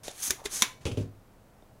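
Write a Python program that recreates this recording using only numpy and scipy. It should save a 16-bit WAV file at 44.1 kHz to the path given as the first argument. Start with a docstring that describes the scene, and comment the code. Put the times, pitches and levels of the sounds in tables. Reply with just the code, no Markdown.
"""Tool scrapes and bench knocks

A hand tool, likely a soldering iron, scrapes beside a circuit board in four hissing strokes of friction.
The metal squeals where it catches, and sharp clicks at the stroke ends ring its barrel and tip.
Three dull knocks, the first doubled, then ring board and bench with a light rattle; one faint click
follows. Heard close up in a small, quiet room."""
import sys
import numpy as np
from scipy import signal
from scipy.fft import rfft, irfft
from scipy.io import wavfile
from scipy.ndimage import uniform_filter1d

SR = 44100
rng = np.random.default_rng(int(sys.argv[2]) if len(sys.argv) > 2 else 0)


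def to_wav(sig):
    """Store sig (one row per channel, or 1-D mono) as 16-bit WAV at the path in sys.argv[1].

    Samples outside -1..1 are clipped; the rate is SR.
    """
    pcm = np.clip(np.atleast_2d(sig), -1, 1) * 32767
    pcm = np.round(pcm).astype(np.int16)
    wavfile.write(sys.argv[1], SR, pcm.T)  # frames by channels


N = 79380
T = np.arange(N) / SR


def amp(db):
    """Decibels to gain."""
    return 10 ** (np.asarray(db) / 20)


def unit_rms(x):
    """Scale to an rms of 1."""
    return x / np.sqrt(np.mean(x ** 2))


def noise():
    """White noise."""
    return rng.standard_normal(N)


def envelope(points):
    """Gain through (time [s], level [dB]) points, silent outside them."""
    time_s, level_db = np.array(points).T
    return amp(np.interp(T, time_s, level_db)) * (T >= time_s[0]) * (T <= time_s[-1])


def pulse(centre_s, sigma_s):
    """Gaussian envelope."""
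    return np.exp(-.5 * ((T - centre_s) / sigma_s) ** 2)


def response(spectrum, tilt_db_oct=0, size=4096):
    """Minimum-phase, unit-energy impulse response from (frequency [Hz], level [dB]) points."""
    hz, db = np.array(spectrum).T
    octave = np.log2(np.maximum(np.fft.rfftfreq(size, 1 / SR), 10))
    gain_db = np.interp(octave, np.log2(hz), db) + tilt_db_oct * (octave - octave.mean())
    cepstrum = irfft(np.log(amp(gain_db)))
    cepstrum[1:size // 2] *= 2
    cepstrum[size // 2 + 1:] = 0
    ir = irfft(np.exp(rfft(cepstrum)))
    return ir / np.linalg.norm(ir)


def convolve(x, ir):
    """Pass a sound through an impulse response."""
    return signal.fftconvolve(x, ir)[:N]


def delay(time_s, x):
    """Start a sound at time_s."""
    return np.concatenate([np.zeros(max(int(time_s * SR), 0)), x])[:N]


def ring(modes, t60_scale=1):
    """Decaying modes of a struck object; mixed polarities spread the attack."""
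    out = 0
    for k, (hz, db, t60_s) in enumerate(modes):
        polarity = (-1) ** (k // 3)
        decay = np.exp(-np.log(1000) * T / (t60_s * t60_scale))
        out += polarity * amp(db) * np.sin(2 * np.pi * hz * T) * decay
    return out


# room tone (frequency [Hz], level [dB])
BACKGROUND_SPECTRUM = [(12, -31), (20, 3), (70, -8.5), (119, 0), (149, -10), (203, -7.5), (345, -13.5),
                       (693, -13.5), (819, -16), (2430, -29.5), (3500, -33), (4020, -34), (15800, -37.5)]
BACKGROUND_DB = -56.5


def background():
    """Faint, steady low noise."""
    return amp(BACKGROUND_DB) * unit_rms(convolve(noise(), response(BACKGROUND_SPECTRUM)))


# pressure, one list per stroke (time [s], level [dB])
STROKE_PRESSURES = [
    [(.033, -52), (.036, -48), (.046, -44.5), (.082, -46), (.1, -55), (.115, -46.5), (.13, -71)],
    [(.125, -59), (.17, -51.5), (.223, -40.5), (.23, -31.5), (.282, -32), (.293, -42.5), (.302, -37.5),
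     (.312, -44), (.33, -73)],
    [(.44, -58.5), (.452, -45), (.468, -46), (.485, -58.5)],
    [(.492, -57.5), (.52, -40), (.54, -34.5), (.57, -33.5), (.6, -36.5), (.62, -37), (.63, -56)],
]
# tone per stroke (hiss tilt [dB/octave], relative squeal [dB])
STROKE_TONES = [(-3.7, -15), (3.5, -12.5), (-1, -9.5), (-1.15, -11.5)]
# bright and dull friction (frequency [Hz], level [dB])
HISS_SPECTRUM = [(100, -28), (400, -17), (1400, -21.5), (3200, -20.5), (5000, -8.5), (6300, 1.5),
                 (7000, -2), (7700, -5), (9000, -2), (10200, -2), (11800, -9.5), (13200, -10.5),
                 (14200, -18), (15800, -21.5)]
DRAG_SPECTRUM = [(100, -11.5), (500, -7.5), (1400, 0.5), (2700, -0.5), (3200, 2), (4500, 1), (6000, -5),
                 (9000, -21), (15000, -35.5)]
# squeal flares (time [s], level [dB], sigma [s])
CATCHES = [(0.228, -38.5, .004), (0.28, -36.5, .003), (0.288, -35.5, .003), (0.3, -35, .002)]
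GRIT_DEPTH_DB, GRIT_RATE_HZ = 1.5, 660
SQUEAL_HZ, SQUEAL_WIDTH_HZ = 6410, 300.5
DRAG_DB, DRAG_EXPONENT = -24, .6


def scraping():
    """Gritty friction: hiss grows faster with pressure than drag; the metal squeals where it catches."""
    roughness = unit_rms(uniform_filter1d(noise(), int(SR / GRIT_RATE_HZ)))
    grit = amp(GRIT_DEPTH_DB * roughness)
    slips = noise() * grit
    resonance = np.exp(-np.pi * SQUEAL_WIDTH_HZ * T) * np.sin(2 * np.pi * SQUEAL_HZ * T)
    squeal = unit_rms(convolve(noise() * grit, resonance))
    drag = amp(DRAG_DB) * unit_rms(convolve(noise() * grit, response(DRAG_SPECTRUM)))
    out = squeal * sum(amp(db) * pulse(time_s, sigma_s) for time_s, db, sigma_s in CATCHES)
    for stroke, (tilt_db_oct, squeal_db) in zip(STROKE_PRESSURES, STROKE_TONES):
        pressure = envelope(stroke)
        hiss = unit_rms(convolve(slips, response(HISS_SPECTRUM, tilt_db_oct)))
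        out += pressure * (hiss + amp(squeal_db) * squeal) + pressure ** DRAG_EXPONENT * drag
    return out


# tool contacts (time [s], body [dB], middle [dB], treble [dB], barrel [dB], tip [dB],
# chatter decay [s], contact resonance [Hz], resonance level [dB])
CLICKS = [(0.0812, -38.5, -26.5, -22, -50, -42, .003, 3850, -39),
          (0.0936, -59, -48, -63, -55, -48, .002, 3600, -59),
          (0.3051, -29, -16.5, -20.5, -45, -48, .0015, 1745, -26),
          (.3065, -33, -12.5, -4, -38, -42, 0.0021, 13100, -26),
          (0.402, -51.5, -42, -49, -51, -59, .001, 785, -56),
          (.4562, -31, -23, -19.5, -43.5, -41.5, 0.0024, 3940, -35),
          (0.4593, -36, -16.5, -19.5, -36.5, -50, 0.0021, 2074, -29.5),
          (0.6216, -25.5, -2, 1.5, -2, -36, 0.0015, 1058, -22),
          (0.6265, -31, -13.5, -15.5, -21.5, -29.5, .004, 3630, -26.5),
          (1.624, -46.5, -65, -64, -68, -64.5, .002, 680, -46.5)]
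# click bands (frequency [Hz], level [dB])
BODY_SPECTRUM = [(30, -21.5), (120, -16.5), (220, -1), (380, 2), (600, -8), (1200, -14.5), (4000, -50.5),
                 (15000, -69)]
MIDDLE_SPECTRUM = [(250, -40.5), (750, -5), (1100, 0), (1400, -3), (2200, 2.5), (3000, -2), (3700, 5),
                   (5000, -2.5), (9000, -25.5), (15000, -40)]
TREBLE_SPECTRUM = [(1500, -31), (4500, -15.5), (6000, 2), (7200, 0), (8200, -8.5), (9800, -3), (11500, -12),
                   (13500, -16), (15500, -23)]
# tool modes (frequency [Hz], relative level [dB], t60 [s])
BARREL_MODES = [(1023, -16, .125), (1599, -26, .15), (2250, -16, .15), (2650, -14, .065), (3000, -18, .12),
                (3410, -16, .06), (4247, -12, .06), (4420, -20, .08), (5034, -22, .12), (5881, -5, .048),
                (6530, -16, .06), (9120, -17, .08)]
TIP_MODES = [(3560, -5, .03), (3628, -2, .055), (3686, -7, .065)]
CHATTER_DB, TAIL_DB, TAIL_DECAY_S = -15, -17.5, .0087
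WASH_DB, WASH_DECAY_S = -38, .036
BARREL_TRIM_DB, RESONANCE_DECAY_S, RING_ROOM_SEND = -15.5, .0032, .9


def clicks():
    """Hard contacts: an impulse, brief chatter, ringing barrel and tip, and a diffuse room wash."""
    bands = map(response, (BODY_SPECTRUM, MIDDLE_SPECTRUM, TREBLE_SPECTRUM))
    bands = [ir / np.abs(ir).max() for ir in bands]
    barrel = amp(BARREL_TRIM_DB) * ring(BARREL_MODES)
    tip = ring(TIP_MODES)
    walls = response(ROOM_SPECTRUM)
    cracks, rings = 0, 0
    for time_s, *bands_db, barrel_db, tip_db, chatter_s, resonance_hz, resonance_db in CLICKS:
        fade = amp(CHATTER_DB) * np.exp(-T / chatter_s) + amp(TAIL_DB) * np.exp(-T / TAIL_DECAY_S)
        chatter = .32 * noise() * fade
        wash = amp(WASH_DB) * convolve(noise(), walls) * np.exp(-T / WASH_DECAY_S)
        contact = chatter + wash
        contact[0] = .48  # impact impulse
        colour = sum(amp(db) * band for db, band in zip(bands_db, bands))
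        resonance = np.sin(2 * np.pi * resonance_hz * T) * np.exp(-T / RESONANCE_DECAY_S)
        cracks += delay(time_s, convolve(contact, colour) + amp(resonance_db) * resonance)
        rings += delay(time_s, amp(barrel_db) * barrel + amp(tip_db) * tip)
    return cracks + rings + RING_ROOM_SEND * room(rings)


# handle bumps (time [s], level [dB], pitch [Hz], sigma [s])
BUMPS = [(.0826, -25, 564, 0.00072), (0.281, -42.5, 300, .003), (.306, -40, 201.8, .003),
         (0.309, -41, 65, .009), (.332, -47.5, 385, .006), (.4185, -38.5, 605, .001),
         (.46, -46.5, 50, .009), (.462, -35.5, 414.3, 0.0065), (.815, -46.5, 130, .005)]


def bumps():
    """Soft bumps of the handle, each a short low tone pulse."""
    return sum(amp(db) * pulse(time_s, sigma_s) * np.sin(2 * np.pi * hz * (time_s - T))
               for time_s, db, hz, sigma_s in BUMPS)


# high tool modes (frequency [Hz], level [dB], t60 [s])
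ZING_MODES = [(10450, -50, .3), (12450, -46, .08), (13450, -45, .14), (13750, -52, .2)]
ZING_START_S = .3065


def zing():
    """Thin high ring left by the bright click at 0.3065 s."""
    return delay(ZING_START_S, ring(ZING_MODES))


# handle motion (time [s], level [dB])
SLIDE_LEVELS = [(.36, -70), (.4, -49.5), (.42, -59.5), (.45, -52), (.48, -70)]
RUB_LEVELS = [(.805, -68), (.815, -56), (.85, -60.5), (.93, -73), (.965, -60), (1.015, -51), (1.06, -65),
              (1.1, -78)]
# handle friction (frequency [Hz], level [dB])
SLIDE_SPECTRUM = [(200, -28.5), (550, -13), (830, -2.5), (1200, -11.5), (2500, -33)]
RUB_SPECTRUM = [(200, 10), (900, 2), (2000, -0.5), (3000, -2.5), (6200, -2.5), (10500, -11), (15000, -35)]


def handle_friction():
    """The handle slides dully, then rubs faintly around the knocks."""
    slide = envelope(SLIDE_LEVELS) * convolve(noise(), response(SLIDE_SPECTRUM))
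    rub = envelope(RUB_LEVELS) * convolve(noise(), response(RUB_SPECTRUM))
    return slide + rub


# bench knocks (time [s], ring [dB], t60 scale [ratio], thud [dB], rattle [dB], tick [dB])
KNOCKS = [(0.8538, -28, 0.49, -27, -37.5, -35), (.865, -31, 0.41, -35, -38.5, -41.5),
          (0.915, -36.5, 0.28, -36.5, -46.5, -43.5), (0.9723, -26.5, 1.064, -28, -46, -41.5)]
# board and bench modes (frequency [Hz], relative level [dB], base t60 [s])
BENCH_MODES = [(60, -7, .26), (102, 1, .38), (117, -10, .36), (154, -6, .3), (203, -13, .38),
               (233, -10, .24), (273, -7, .33), (334, -10, .3), (378, -11, .28), (436, -13, .18),
               (468, -5, .14), (511, -15, .25), (598, -14, .18)]
# bench thud, loose parts, board tick (frequency [Hz], level [dB])
THUD_SPECTRUM = [(25, -7.5), (80, 13), (180, 1), (480, 1), (620, -9.5), (800, -43), (2000, -41.5)]
RATTLE_SPECTRUM = [(300, -13), (800, 3.5), (1500, -7.5), (2000, -6), (2600, 3), (3300, 1.5), (4300, -9),
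                   (6200, -4.5), (8500, -11), (10500, -10), (13000, -30), (15800, -36)]
TICK_SPECTRUM = [(1200, -5.5), (2100, -18), (2450, -3), (2750, -5.5), (3100, -1), (3500, -14), (4200, -6.5),
                 (9000, -21.5), (15000, -44)]
BODY_RISE_S, THUD_DECAY_S, RATTLE_DECAY_S, TICK_DECAY_S = .0024, .038, .026, .0063


def knocks():
    """Each knock ticks, thuds, rings board and bench, and shakes loose parts."""
    thud_ir, rattle_ir, tick_ir = map(response, (THUD_SPECTRUM, RATTLE_SPECTRUM, TICK_SPECTRUM))
    attack = 1 - np.exp(-T / BODY_RISE_S)
    out = 0
    for time_s, ring_db, t60_scale, thud_db, rattle_db, tick_db in KNOCKS:
        ringing = amp(ring_db) * ring(BENCH_MODES, t60_scale)
        thud = amp(thud_db) * convolve(noise(), thud_ir) * np.exp(-T / THUD_DECAY_S)
        rattle = amp(rattle_db) * convolve(noise() * np.exp(-T / RATTLE_DECAY_S), rattle_ir)
        tick = amp(tick_db) * convolve(noise() * np.exp(-T / TICK_DECAY_S), tick_ir)
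        out += delay(time_s, (ringing + thud) * attack + rattle + tick)
    return out


# wall reflections (frequency [Hz], level [dB])
ROOM_SPECTRUM = [(60, -13.5), (400, -4), (1000, 1.5), (2400, -1.5), (6000, -7.5), (10000, -9.5),
                 (15800, -4)]
ROOM_DB, ROOM_T60_S, ROOM_DELAY_S = -12, .35, .0044


def room(x):
    """Short diffuse reflections of a small room."""
    reflections = noise() * np.exp(-np.log(1000) * T / ROOM_T60_S)
    tail = delay(ROOM_DELAY_S, convolve(reflections, response(ROOM_SPECTRUM)))
    return amp(ROOM_DB) * convolve(x, tail / np.linalg.norm(tail))


KNOCK_ROOM_SEND = .53


def scene():
    """Tool and bench in the room over a faint background, mono."""
    tool = scraping() + bumps() + handle_friction()
    bench = knocks()
    mix = tool + bench + background() + room(tool + KNOCK_ROOM_SEND * bench) + clicks() + zing()
    return mix[None]


CUTOFF_HZ = 15750


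def record(dry):
    """Steep low-pass on the top treble."""
    return signal.sosfilt(signal.ellip(10, .1, 70, CUTOFF_HZ, fs=SR, output="sos"), dry)


dry = scene()
out = record(dry)
to_wav(out)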